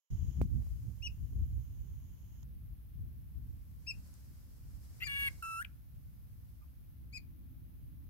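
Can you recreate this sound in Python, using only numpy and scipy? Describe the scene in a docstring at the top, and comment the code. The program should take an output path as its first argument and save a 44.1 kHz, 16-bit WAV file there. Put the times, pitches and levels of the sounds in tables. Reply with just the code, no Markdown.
"""Wind buffets two microphone ports and pops in the right one, over a faint hiss, dry leaves and a low drone.
A drongo calls from dry scrub: arched metallic chips, then a squeak, a buzzing rasp and a nasal whistle
that ends in a tick. Twigs snap softly before that phrase, and one far call answers it.
The wind is eddy noise swollen by gusts. Each call is the pulsing syrinx, coloured by throat and bill,
and the bushes scatter a short tail back."""
import sys
import numpy as np
from scipy import signal
from scipy.fft import rfft, irfft
from scipy.io import wavfile
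from scipy.ndimage import uniform_filter1d

SR = 44100
rng = np.random.default_rng(int(sys.argv[2]) if len(sys.argv) > 2 else 0)


def dump(signal):
    """Clip the signal to [-1, 1] and save it as 16-bit WAV at the path in sys.argv[1]."""
    limited = np.clip(np.atleast_2d(signal).T, -1, 1)
    pcm = np.round(limited * 32767).astype(np.int16)
    wavfile.write(sys.argv[1], SR, pcm)


N = 356945
TIME = np.arange(N) / SR
BINS = np.fft.rfftfreq(N, 1 / SR)

# the breeze on the ports: time_s, rumble_db
BREEZE_LEVEL = [(0, -50.5), (1.75, -49.5), (2.2, -51.5), (3.7, -48.5), (4.1, -52), (5.2, -50), (5.5, -52),
                (6.4, -51.5), (8.1, -50.5)]
# gusts striking the ports: time_s, length_s, rumble_db, flutter_vs_rumble_db, left_minus_right_db
PORT_GUSTS = [(0.127, 0.04, -32, -15.5, -11), (.25, .1, -33.5, -16, 10), (0.418, 0.056, -29, -8.5, 6),
              (0.563, .07, -29.5, -11.5, -10), (0.732, 0.13, -38, -32, 7), (0.89, 0.07, -40, -10, -22),
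              (1.053, 0.12, -42.5, -29, -26), (1.23, 0.052, -38.5, -16.5, 10), (1.402, .1, -32.5, -17, 5),
              (1.558, 0.072, -34, -37, -8), (1.826, 0.26, -43, -20, -6), (2.72, 0.059, -46.5, -23, 8),
              (3.016, 0.076, -42, -12.5, 7), (3.39, 0.083, -43.5, -22, 17), (3.528, 0.1, -45, -29, -16),
              (4.758, .08, -48.5, -24, -13)]
# level rides for the distant drone, the leaves and the thin whistling hiss: time_s, level_db
DRONE_LEVEL = [(0, -79), (3.8, -74), (4.6, -68.5), (5.6, -75.5), (6.5, -75.5), (7.3, -63.5), (8.1, -67)]
LEAF_LEVEL = [(0, -100), (.65, -73), (2.5, -99), (3.7, -79.5), (4, -69.5), (4.6, -74), (5.3, -62),
              (5.8, -84.5), (6.5, -81), (8.1, -112)]
THIN_LEVEL = [(.11, -67), (.38, -67.5), (.5, -78), (2.43, -74)]
# tone colour of each noise layer: frequency_hz, relative_db
RUMBLE_EQ = [(20, -22.5), (32, -9.5), (45, -1), (59, 4), (72, 2.5), (85, -3), (110, -2.5), (150, -18),
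             (220, -31)]
FLUTTER_EQ = [(90, -13), (135, 7), (185, -1.5), (280, -11.5), (400, -28.5), (600, -40.5)]
DRONE_EQ = [(110, -15.5), (160, 1), (220, 2), (275, 2), (340, -7.5), (480, -39)]
HISS_EQ = [(260, -19), (450, -1.5), (794, -8), (868, -7.5), (1070, -8.5), (2870, -12), (3640, -13.5),
           (4700, -16), (6240, -17.5), (7580, -23.5), (12000, -4), (15100, -5), (16000, -5.5)]
LEAF_EQ = [(300, 8), (600, 6), (900, 3), (1500, 3), (3500, -4), (4400, 2.5), (5100, 5.5), (6500, 2.5),
           (8300, 3), (10000, 1.5), (12500, 4.5), (16000, -34)]
THIN_EQ = [(700, -17), (950, -7.5), (1300, -17.5), (2600, -15.5), (3050, -5.5), (3600, -18), (4500, -20),
           (5300, -13), (6100, -8.5), (6700, -1), (7200, -10.5), (8000, -25.5), (16000, -43)]
TWIG_EQ = [(3500, -16), (5000, -1), (8500, 8), (11000, 1)]
# pops of air in the right port: start_s, level_db, push_s
AIR_POPS = [(0.415, -9.5, 0.0029), (0.622, -32.5, 0.00036), (0.668, -36, 0.0011)]
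# metallic chips: start_s, length_s, top_pitch_hz, level_db, bright_db, extra_bright_at_feet_db, rough_rad
CHIP_NOTES = [(1.016, 0.068, 2910, -44.3, -1, 7, 0.51), (3.859, .065, 2734, -44.5, 11.5, -14, 0.31),
              (5.021, .063, 2392, -49, 13.5, -5, 0.77), (7.121, 0.066, 2516, -49, 9.5, 0.5, .9)]
# squeak, rasp, whistle, tick and far answer: start_s, length_s, pitch_hz, level_db, bright_db,
# attack_s, release_s, swell_db, scoop_share, settle_s, bend_share
HELD_NOTES = [(4.999, 0.05, 711, -39, 3, 0.029, 0.0091, 2, -0.8, 0.0088, -0.016),
              (5.062, 0.2307, 559.8, -43, 7, 0.0092, 0.0098, 8, .3, 0.0046, -0.043),
              (5.422, .208, 1326, -42.5, -1.5, 0.0067, 0.002, 2.5, .11, .005, 0.44),
              (5.6455, 0.0081, 856, -37.5, -1, 0.0036, 0.0026, 9, 0.03, 0.0034, -0.018),
              (6.605, .055, 1210, -69.5, -18, 0.026, .025, 0, .05, 0.011, -0.23)]
# resonances of throat and bill for each kind of note: centre_hz, width_hz, gain_db
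CHIP_FORMANTS = [(2860, 1860, 4), (5460, 1140, -2.5), (7540, 2100, -27), (10300, 1700, -68)]
SQUEAK_FORMANTS = [(2070, 370, -1), (2675, 460, -3), (8950, 2500, -40), (13400, 1100, -22.5)]
RASP_FORMANTS = [(1718, 64, 5), (2090, 385, 10), (2790, 69, 1), (3360, 160, -8), (4200, 790, -21),
                 (6220, 400, -29.5), (8810, 560, -17), (10600, 1000, -25.5), (12240, 950, -18.5),
                 (13700, 1300, -37), (14900, 870, -24)]
WHISTLE_FORMANTS = [(1460, 920, 3), (2690, 170, -6), (5320, 490, -22.5), (6400, 1500, -21.5),
                    (8800, 990, -13), (10500, 1200, -18), (12340, 1200, -19), (15400, 2400, -23)]
# the bird's balance between the ports: frequency_hz, left_minus_right_db
BIRD_PAN = [(1330, -3.5), (1700, 7.5), (2230, 1), (2450, 17), (2750, 5.5), (3360, -4), (4700, 11),
            (5450, 2.5), (5850, -1), (7200, -1), (8300, 10), (12000, 10.5), (15000, 9)]
# its phase between the ports: frequency_hz, left_lead_rad
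BIRD_LEAD = [(1330, 1.33), (1700, 3.3), (2080, 1.72), (2250, 2.96), (2480, 0.64), (2750, 1.34),
             (3360, 2.42), (4900, 1.78), (5500, 1.88), (7200, 1.87), (9000, 0.92), (15000, 1.8)]
# how long the scrub rings: frequency_hz, t60_s
SCRUB_DECAY = [(1000, .45), (2700, .28), (5000, .22), (12000, .17)]
# dry twigs snapping: start_s, level_db
TWIG_SNAPS = [(4.074, -64), (4.14, -55), (4.208, -65)]

WIND_START_S, WIND_RISE_S = .103, .0074
BREEZE_FLUTTER_DB, BREEZE_SWAY_DB = -11, 1.74  # flutter against rumble; random rise and fall
FLUTTER_SPREAD, FLUTTER_LEAN_DB = .6, -3  # a gust's flutter pans less than its rumble, and leans right
HISS_DB, HISS_RISE_S = -70.5, .00089
THIN_STOP_S, THIN_TICK_DB, THIN_TICK_S = 2.432, 14.5, .0041
PORT_HZ, PORT_DB, PORT_T60_S = 2370, -30, .0053  # the port's cavity rings after a pop
CHIP_DROP, CHIP_ARCH, CHIP_SKEW = .24, 2.9, 1.03  # pitch share lost at the feet; squareness; late top
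CHIP_ATTACK_S, CHIP_RELEASE_S, CHIP_SWELL_DB = .019, .013, 9.5
SAG_PER_S, BEND_S = .044, .014  # share a held pitch sinks each second; time constant of its last bend
STRAIN_DB, BREAK_JITTER = 21, .063  # brighter while the pitch settles; the voice breaks up as it bends
ONSET_JITTER, ONSET_SHIMMER, ONSET_ROUGH_S = .013, .13, .062  # pitch and level start rough, then clear
EDGE_HZ = 15850  # top of the band


def gain_of(db):
    """Decibels to amplitude."""
    return 10 ** (np.asarray(db) / 20)


def unit_rms(x):
    """Scales to rms 1."""
    return x / np.sqrt(np.mean(x ** 2) + 1e-20)


def at_hz(points, hz):
    """Reads a curve on a log-frequency axis."""
    f, value = np.transpose(points)
    return np.interp(np.log(hz + 1), np.log(f + 1), value)


def ride_db(points):
    """Draws a level ride across the whole scene."""
    return np.interp(TIME, *np.transpose(points))


def panned(balance_db):
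    """Constant-power left and right gains for a curve of left minus right dB."""
    ports = gain_of(np.outer([.5, -.5], balance_db))
    return ports / np.sqrt(np.mean(ports ** 2, axis=0))


def add(mix, start_s, sound):
    """Drops a stereo sound into the mix."""
    part = mix[:, round(start_s * SR):][:, :sound.shape[1]]
    part += sound[:, :part.shape[1]]


def noise(eq):
    """Separate noise of rms 1 for each port, rolled off steeply beyond the ends of the EQ."""
    low_cut = 1 / (1 + (eq[0][0] / 1.5 / (BINS + 1)) ** 6)
    high_cut = 1 / (1 + (BINS / 1.5 / eq[-1][0]) ** 6)
    white = rfft(rng.standard_normal((2, N)))
    return unit_rms(irfft(white * gain_of(at_hz(eq, BINS)) * low_cut * high_cut, N))


def wobble(t, rate_hz, size=8192):
    """A smooth random modulator of rms about 1."""
    slow = unit_rms(signal.lfilter(np.hanning(9), [1], rng.standard_normal(size)))
    return np.interp((t - t[0]) * rate_hz * 6 + 10, np.arange(size), slow)


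def eddies(eq):
    """Turbulence, levelled so that the slow swells are left to the gusts."""
    churn = noise(eq)
    return churn / np.sqrt(uniform_filter1d(churn ** 2, size=5000, axis=1) + 1e-9)


def wind():
    """Each port has its own eddies; bell-shaped gusts add rumble and a higher flutter to the breeze."""
    rumble_power = gain_of(ride_db(BREEZE_LEVEL) + BREEZE_SWAY_DB * wobble(TIME, rate_hz=5.5)) ** 2
    flutter_power = rumble_power * gain_of(BREEZE_FLUTTER_DB) ** 2
    for peak_s, length, db, flutter_db, pan_db in PORT_GUSTS:
        gust = gain_of(db) ** 2 * np.exp2(-(2 * (TIME - peak_s) / length) ** 2)
        flutter_pan = panned([FLUTTER_SPREAD * pan_db + FLUTTER_LEAN_DB])
        rumble_power = rumble_power + gust * panned([pan_db]) ** 2
        flutter_power = flutter_power + gust * (gain_of(flutter_db) * flutter_pan) ** 2
    return np.sqrt(rumble_power) * eddies(RUMBLE_EQ) + np.sqrt(flutter_power) * eddies(FLUTTER_EQ)


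def drone():
    """A distant band of low noise that slowly swells and ebbs."""
    return gain_of(ride_db(DRONE_LEVEL)) * noise(DRONE_EQ)


def air_hiss():
    """The steady noise bed of air and microphone."""
    return gain_of(HISS_DB) * noise(HISS_EQ)


def thin_hiss():
    """A thin whistling hiss on the right that swells into a tick and stops."""
    tick = gain_of(THIN_TICK_DB) * np.exp(-2 * abs(TIME - THIN_STOP_S) / THIN_TICK_S)
    level = gain_of(ride_db(THIN_LEVEL)) * ((TIME < THIN_STOP_S) + tick)
    return level * noise(THIN_EQ) * gain_of([[-32], [0]])


def leaves():
    """Dry leaves stir in slow, lightly trembling swells of noise."""
    stirring_db = .9 * wobble(TIME, rate_hz=20)
    return gain_of(ride_db(LEAF_LEVEL) + stirring_db) * noise(LEAF_EQ)


def pops(fizz_db, fizz_t60_s, left_db):
    """A sharp push of air with its slower suction, a brief ring of the port and a short fizz."""
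    out, t = np.zeros((2, N)), np.arange(SR // 10) / SR
    ring = gain_of(PORT_DB - 60 * t / PORT_T60_S) * np.sin(2 * np.pi * PORT_HZ * t)
    attack = 1 - np.exp(-(t / .00054) ** 2)
    for start, db, push_s in AIR_POPS:
        push = (1 - t / push_s) * np.exp(-t / push_s) * attack
        fizz = gain_of(fizz_db - 60 * t / fizz_t60_s) * rng.standard_normal((2, len(t)))
        add(out, start, gain_of(db) * (push - ring + fizz) * gain_of([[left_db], [0]]))
    return out


def envelope(t, attack, release, swell_db):
    """A note opens, swells and closes."""
    opening = np.sin(np.pi / 2 * np.clip(t / attack, 0, 1)) ** 2
    closing = np.sin(np.pi / 2 * np.clip((t[-1] - t) / release, 0, 1)) ** 2
    return opening * closing * gain_of(swell_db * (t / t[-1] - 1))


def syrinx(t, hz, effort, bright_db, formants, jitter, shimmer, fading_db, rough):
    """The syrinx pulses at a gliding, slightly unsteady rate; the throat weights each harmonic."""
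    cycle_rad = 2 * np.pi * np.cumsum(hz * (1 + jitter * wobble(t, rate_hz=650))) / SR
    out = np.zeros((2, len(t)))
    for k in range(1, int(EDGE_HZ / hz.min()) + 1):
        f = k * hz
        peaks = [gain_of(db) / (1 + (2 * (f - centre) / width) ** 2) for centre, width, db in formants]
        level = np.linalg.norm(peaks, axis=0) * (f < EDGE_HZ)
        level *= gain_of(bright_db * at_hz([(3000, .24), (3800, .81)], f))  # brightness is a high shelf
        level /= 1 + (850 / f) ** 8  # a small bill radiates almost no bass
        treble = np.minimum(f / 8000, 1)
        # beamed overtones fade as the head turns
        level *= gain_of(fading_db * treble * wobble(t, rate_hz=33.7))
        smear = rough * treble ** 3 * wobble(t, rate_hz=850)  # the top harmonics are the least steady
        phase = k * cycle_rad + smear + rng.uniform(0, 2 * np.pi)
        port_phase = np.outer([.5, -.5], at_hz(BIRD_LEAD, f))
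        out += level * panned(at_hz(BIRD_PAN, f)) * np.cos(phase + port_phase)
    return np.sqrt(2) * out * effort * (1 + shimmer * wobble(t, rate_hz=440))


def chips():
    """Each chip is a bright, metallic note with a strong octave overtone, arching up and down."""
    out = np.zeros((2, N))
    for start, length, top_hz, level_db, bright_db, feet_db, rough in CHIP_NOTES:
        t = np.arange(0, length, 1 / SR)
        foot = abs(2 * (t / length) ** CHIP_SKEW - 1) ** CHIP_ARCH  # 1 at either end, 0 at the top
        hz = top_hz * (1 - CHIP_DROP * foot)
        effort = gain_of(level_db) * envelope(t, CHIP_ATTACK_S, CHIP_RELEASE_S, CHIP_SWELL_DB)
        chip = syrinx(t, hz, effort, bright_db + feet_db * foot, CHIP_FORMANTS,
                      jitter=.0006, shimmer=.015, fading_db=2, rough=rough)
        add(out, start, chip)
    return out


def scrub(dry, wet_db, predelay_s=.004, near_boost=5, near_decay_s=.018):
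    """Twigs and trunks scatter sparse echoes whose treble dies first; the nearest are strongest."""
    delay = TIME[:SR // 2]
    taps = rng.standard_normal((2, len(delay)))
    taps *= rng.random(taps.shape) < 2500 / SR  # about 2500 echoes a second
    taps *= (delay > predelay_s) * (1 + near_boost * np.exp(-delay / near_decay_s))
    hz, t, bands = signal.stft(taps, SR, nperseg=256)
    decay = gain_of(-60 * t / at_hz(SCRUB_DECAY, hz)[:, None])
    tail = signal.istft(bands * decay, SR, nperseg=256)[1]
    tail /= np.linalg.norm(tail, axis=1, keepdims=True)
    return gain_of(wet_db) * signal.fftconvolve(dry[:1], tail, axes=1)[:, :N]


def twigs(t60_s):
    """Each twig snaps with a burst of bright noise a few milliseconds long."""
    bursts = sum(gain_of(db - 60 * np.maximum(TIME - start, 0) / t60_s) * (TIME >= start)
                 for start, db in TWIG_SNAPS)
    return bursts * noise(TWIG_EQ)


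def held_note(mix, note, formants, jitter, waver, shimmer, fading_db, rough):
    """Mixes in a note that scoops onto a wavering, slowly sagging pitch and bends away at the end."""
    start, length, hold_hz, level_db, bright_db, attack, release, swell_db, scoop, settle_s, bend = note
    t = np.arange(0, length, 1 / SR)
    settling, bending = np.exp(-t / settle_s), np.exp((t - length) / BEND_S)
    glide = scoop * settling + bend * bending - SAG_PER_S * (t - length / 2)
    hz = hold_hz * (1 + glide + waver * wobble(t, rate_hz=29))
    effort = gain_of(level_db) * envelope(t, attack, release, swell_db)
    onset = np.exp(-t / ONSET_ROUGH_S)
    jitter = jitter + ONSET_JITTER * onset + BREAK_JITTER * bending
    shimmer = shimmer + ONSET_SHIMMER * onset
    bright_db = bright_db + STRAIN_DB * settling
    add(mix, start, syrinx(t, hz, effort, bright_db, formants, jitter, shimmer, fading_db, rough))


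def phrase():
    """A rough squeak, the rasp, the whistle and its closing tick; then one far answer."""
    squeak, rasp, whistle, tick, answer = HELD_NOTES
    out = np.zeros((2, N))
    held_note(out, squeak, SQUEAK_FORMANTS, jitter=.002, waver=.003, shimmer=.1, fading_db=2, rough=.8)
    held_note(out, rasp, RASP_FORMANTS, jitter=.0015, waver=.0015, shimmer=.08, fading_db=2.5, rough=.2)
    held_note(out, whistle, WHISTLE_FORMANTS,
              jitter=.0015, waver=.004, shimmer=.02, fading_db=2.5, rough=.3)
    held_note(out, tick, SQUEAK_FORMANTS, jitter=.03, waver=.003, shimmer=.4, fading_db=3, rough=1.5)
    held_note(out, answer, WHISTLE_FORMANTS, jitter=.02, waver=.003, shimmer=.4, fading_db=1.5, rough=.4)
    return out


def scene():
    """The bird and its echoes over a bed of wind and hiss, dotted with pops and twigs."""
    calls, song = chips(), phrase()
    echoes = scrub(calls, wet_db=-14.5) + scrub(song, wet_db=-19)
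    since_wind = TIME - WIND_START_S
    low_bed = (wind() + drone()) * np.clip(since_wind / WIND_RISE_S, 0, 1)
    port_pops = pops(fizz_db=-40, fizz_t60_s=.069, left_db=-21)
    high_bed = (air_hiss() + leaves() + thin_hiss()) * np.clip(since_wind / HISS_RISE_S, .05, 1)
    return calls + song + echoes + low_bed + port_pops + high_bed + twigs(t60_s=.0092)


def record(dry):
    """The recorder's band limit: a steep low-pass on the whole mix."""
    low_pass = signal.firwin(511, EDGE_HZ, window=("kaiser", 9), fs=SR)
    return signal.oaconvolve(dry, low_pass[None], "same")


dry = scene()
out = record(dry)
dump(out)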